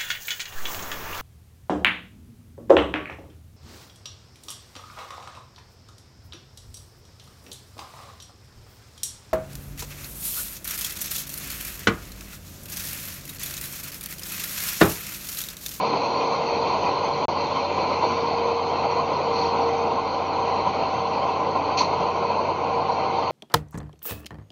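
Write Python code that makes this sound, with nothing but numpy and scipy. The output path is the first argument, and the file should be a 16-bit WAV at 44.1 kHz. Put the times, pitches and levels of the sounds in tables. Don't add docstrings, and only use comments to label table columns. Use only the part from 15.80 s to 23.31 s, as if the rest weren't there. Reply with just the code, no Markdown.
import sys
import numpy as np
from scipy import signal
from scipy.fft import rfft, irfft, next_fast_len
from scipy.io import wavfile
from scipy.ndimage import uniform_filter1d

SR = 44100
rng = np.random.default_rng(int(sys.argv[2]) if len(sys.argv) > 2 else 0)


def wrap_up_sound(samples):
    columns = np.atleast_2d(samples).T
    tamed = np.clip(columns, -1, 1)
    steps = np.round(tamed * 32767).astype(np.int16)
    wavfile.write(sys.argv[1], SR, steps)


N = 331191
T = np.arange(N) / SR
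M = next_fast_len(N)
F = np.maximum(np.arange(M // 2 + 1) * SR / M, 1)

# frequency in Hz, relative level in dB.
ROAR_COLOUR = [(20, -36.5), (35, -19.5), (60, -25.5), (100, -17.5), (170, -14), (400, -10), (620, -8.5),
               (830, -7.5), (930, -5), (1010, -3), (1070, -5.5), (1130, -15.5), (1500, -24.5),
               (1600, -34.5), (1750, -41)]
# frequency in Hz, relative level in dB.
HISS_COLOUR = [(1030, -49), (1750, -10), (2060, -2.5), (2520, 1.5), (2830, -5), (3080, -8), (3260, -9),
               (3320, -8.5), (3520, -7.5), (3950, -6.5), (4150, 3), (4280, 4), (4520, -.5), (5160, -19.5),
               (6320, -16), (7020, -27), (9130, -66.5), (15400, -120)]
# centre in Hz, width in Hz, boost or cut in dB.
HOUSING_CAVITIES = [(1643, 61, 5.5), (1770, 110, -9), (3124, 93, 7), (5160, 180, -1.5), (5670, 150, 9),
                    (6250, 120, 9)]
# time in seconds, change of the roar in dB, change of the hiss in dB.
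NOISE_SWELLS = [(0.0, 1, 0.5), (1.1, -.5, 0), (1.5, 0.1, -0.5), (1.9, -1.5, 0.8), (2.25, 1, 2),
                (2.65, -1.5, -0.9), (3.4, .5, 0), (4.4, -0.5, -1.5), (5.05, 0, 1), (5.65, 0, -1.5),
                (6.2, 1.5, 1.2), (6.85, -.5, -1.5), (7.5, 0, 2)]
# start in seconds, rise in seconds, hold in seconds, time to fall 60 dB in seconds,
# jet level before echo and sputter in dB, jet pitch in Hz, jet width in Hz, sputter depth in dB.
AIR_PUFFS = [(3.42, .2, .06, .25, -35.5, 5000, 4500, 1.2), (5.971, .003, .04, .08, -25.6, 6300, 5600, 1.3)]
# centre in Hz, width in Hz, boost in dB.
VALVE_RINGING = [(2530, 350, 4.3), (4300, 450, 3.5)]
# time in seconds, level in dB.
GEAR_LEVELS = [(0.0, -38), (.2, -33), (.42, -31.5), (.78, -32), (.95, -40), (1.12, -39), (1.24, -30),
               (1.5, -36), (1.95, -39), (2.2, -33), (2.42, -28), (2.62, -29.5), (2.87, -27.5), (3.0, -37),
               (3.19, -28.5), (3.4, -40), (3.52, -30.5), (3.68, -31.5), (3.9, -26.5), (4.12, -29.5),
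               (4.25, -39), (4.75, -32.5), (4.95, -44), (5.1, -42), (5.24, -33.5), (5.5, -38), (5.9, -36),
               (6.05, -42), (6.44, -31), (6.68, -42), (6.9, -33), (7.25, -37), (7.5, -35.5)]
# time in seconds, level in dB.
FAN_LEVELS = [(0.0, -43), (0.5, -38.5), (1.1, -45), (2.1, -41), (2.7, -45), (2.95, -37.5), (3.3, -39),
              (3.65, -33.5), (4.05, -32.5), (4.15, -37), (4.3, -34), (4.85, -32), (5.2, -33.5), (5.9, -34),
              (6.3, -39), (6.65, -43), (6.95, -31), (7.5, -32)]
# time in seconds, then levels in dB of the firing rate, its double and its triple.
FAR_LINES = [(0, -45, -53, -45), (.8, -49, -51, -44), (1.15, -44, -47, -44), (1.7, -48, -49, -45),
             (2.1, -45, -45, -45), (2.6, -49, -53, -46), (3.2, -43.5, -47, -45), (4.1, -50, -50, -47),
             (4.6, -47, -48, -43), (5.2, -49, -54, -46), (5.85, -45, -43.5, -41.5), (6.3, -47, -50, -42),
             (7.0, -43, -53, -46), (7.5, -47, -53, -48)]
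# time in seconds, level in dB.
FAR_FOURTH_LINE = [(0, -42), (.6, -43), (.9, -36), (1.9, -41.5), (2.2, -54), (7.5, -55)]
# multiple of the cycle rate, level relative to the drone in dB.
NEAR_SIDE_LINES = [(8, -13.5), (12, -7.5), (14, -11)]

# (level at the start in dB, steady change in dB per second)
LOW_ROAR, UPPER_ROAR, RADIATOR, LEAKS = (-33.5, -0.21), (-24.5, 0.0082), (-39, -0.23), (-38, -0.73)
ECHO_DB, ECHO_T60_S = -7.5, .35
NEAR_CYCLE_HZ, FAR_FIRING_HZ, GEAR_HZ, FAN_HZ, ALTERNATOR_HZ = 14.8, 143.3, 467.2, 387.5, 3003
DRONE_DB, HIDDEN_DB, EMERGE_S = -42.5, -21, .6
DROPOUT_S, FADE_S = (1.4565, 1.4822), .0025
TOP_HZ = 7220


def undb(db):
    return 10 ** (np.asarray(db) / 20)


def level(x, db):
    return x * undb(db) / np.sqrt(np.mean(x ** 2))


def columns(rows):
    seconds, *values = np.transpose(rows)
    return [np.interp(T, seconds, value) for value in values]


def walk(rate):
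    hold = int(SR / rate)
    steps = np.repeat(rng.standard_normal(N // hold + 1), hold)
    smooth = uniform_filter1d(uniform_filter1d(steps, hold), hold)
    return 1.262 * smooth[:N]


def colour(x, shape, cavities=()):
    hz, db = np.transpose(shape)
    gain_db = np.interp(np.log(F), np.log(hz), db)
    octaves_below = np.maximum(np.log2(hz[0] / F), 0)
    octaves_above = np.maximum(np.log2(F / hz[-1]), 0)
    gain_db -= 60 * (octaves_below + octaves_above)
    for centre_hz, width_hz, top_db in cavities:
        gain_db += top_db / (1 + (2 * (F - centre_hz) / width_hz) ** 2)
    return irfft(rfft(x, M) * undb(gain_db), M)[:N]


def restless(edges, shape, curve_db, flicker_db, rate, cavities=()):
    spectrum = rfft(rng.standard_normal(M))
    out = 0
    for low_hz, high_hz in zip(edges, edges[1:]):
        in_band = (F >= low_hz) & (F < high_hz)
        band = irfft(spectrum * in_band, M)[:N]
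        out = out + band * undb(flicker_db * walk(rate))
    return level(colour(out, shape, cavities), 0) * undb(curve_db)


def tone(hz, db, drift, waver_db):
    speed_hz = hz * (1 + drift * walk(3))
    phase = 2 * np.pi * (np.cumsum(speed_hz) / SR + rng.random())
    return np.sqrt(2) * undb(db + waver_db * walk(5.5)) * np.sin(phase)


def roar(low_db, upper_db, clatter):
    throb_db = .7 * np.sin(2 * np.pi * NEAR_CYCLE_HZ * T)
    low_edges = [10, 110, 220, 320, 450]
    upper_edges = [450, 620, 850, 1000, 1150, 1270, 1400, 1550, 1700, 2600]
    low = restless(low_edges, ROAR_COLOUR, low_db + 1.0 * clatter, 0.99, 12)
    upper_db = upper_db + .8 * clatter + throb_db
    return low + restless(upper_edges, ROAR_COLOUR, upper_db, 1.54, 45, HOUSING_CAVITIES)


def hiss(radiator_db, leak_db, clatter):
    radiator_edges = np.geomspace(1500, 3300, 11)
    leak_edges = np.geomspace(3300, 7400, 13)
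    radiator_db = radiator_db + .9 * clatter + 0.15 * walk(20)
    leak_db = leak_db + 0.42 * clatter
    radiator = restless(radiator_edges, HISS_COLOUR, radiator_db, 2.17, 40, HOUSING_CAVITIES)
    return radiator + restless(leak_edges, HISS_COLOUR, leak_db, 2.22, 30, HOUSING_CAVITIES)


def valves():
    out = 0
    for start, rise, hold, t60, db, jet_hz, width_hz, sputter_db in AIR_PUFFS:
        peaks = [*HOUSING_CAVITIES, *VALVE_RINGING, (jet_hz, width_hz, 18)]
        jet = level(colour(rng.standard_normal(N), HISS_COLOUR, peaks), db)
        opening = np.clip((T - start) / rise, 0, 1)
        since_shut = np.maximum(T - start - rise - hold, 0)
        release = undb(-60 * since_shut / t60)
        echo = undb(ECHO_DB - 60 * since_shut / ECHO_T60_S)
        tail = np.hypot(release, echo)
        out = out + jet * opening * tail * undb(sputter_db * walk(150))
    return out


def whines(gear_db, fan_db):
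    gear = tone(GEAR_HZ, gear_db + 1.6 * walk(18), .003, .4)
    gear += tone(2 * GEAR_HZ, gear_db - 16.0, .0015, 2.2)
    fan = tone(2 * FAN_HZ, fan_db, .0005, .8)
    fan += tone(3 * FAN_HZ, -50, .0015, 3)
    return gear + fan + tone(ALTERNATOR_HZ, -61.5, .0003, 2.4)


def engines(drone_db):
    near = tone(6 * NEAR_CYCLE_HZ, drone_db, .0004, .5)
    for multiple, relative_db in NEAR_SIDE_LINES:
        near += tone(multiple * NEAR_CYCLE_HZ, drone_db + relative_db, .006, 2.8)
    far = tone(4 * FAR_FIRING_HZ, columns(FAR_FOURTH_LINE)[0], .002, 1.8)
    for multiple, line_db in enumerate(columns(FAR_LINES), 1):
        far += tone(multiple * FAR_FIRING_HZ, line_db, .003, 1.2)
    return near + far


def scene():
    roar_swell, hiss_swell = columns(NOISE_SWELLS)
    low_db, upper_db = (db + slope * T + roar_swell for db, slope in (LOW_ROAR, UPPER_ROAR))
    radiator_db, leak_db = (db + slope * T + hiss_swell for db, slope in (RADIATOR, LEAKS))
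    clatter = walk(45)
    noise = roar(low_db, upper_db, clatter) + hiss(radiator_db, leak_db, clatter) + valves()
    gear_db, fan_db = columns(GEAR_LEVELS)[0], columns(FAN_LEVELS)[0]
    drone_db = DRONE_DB + HIDDEN_DB * np.exp(-T / EMERGE_S)
    return (noise + whines(gear_db, fan_db) + engines(drone_db))[None]


def record(dry):
    fade = np.clip((DROPOUT_S[0] - T) / FADE_S, 0, 1) ** 2
    live = np.where(T > DROPOUT_S[1], 1, fade)
    coupling = signal.butter(1, 60, "high", fs=SR, output="sos")
    coupled = signal.sosfilt(coupling, dry * live)
    top_cut = signal.ellip(10, .5, 55, TOP_HZ, fs=SR, output="sos")
    return signal.sosfilt(top_cut, coupled)


dry = scene()
out = record(dry)
wrap_up_sound(out)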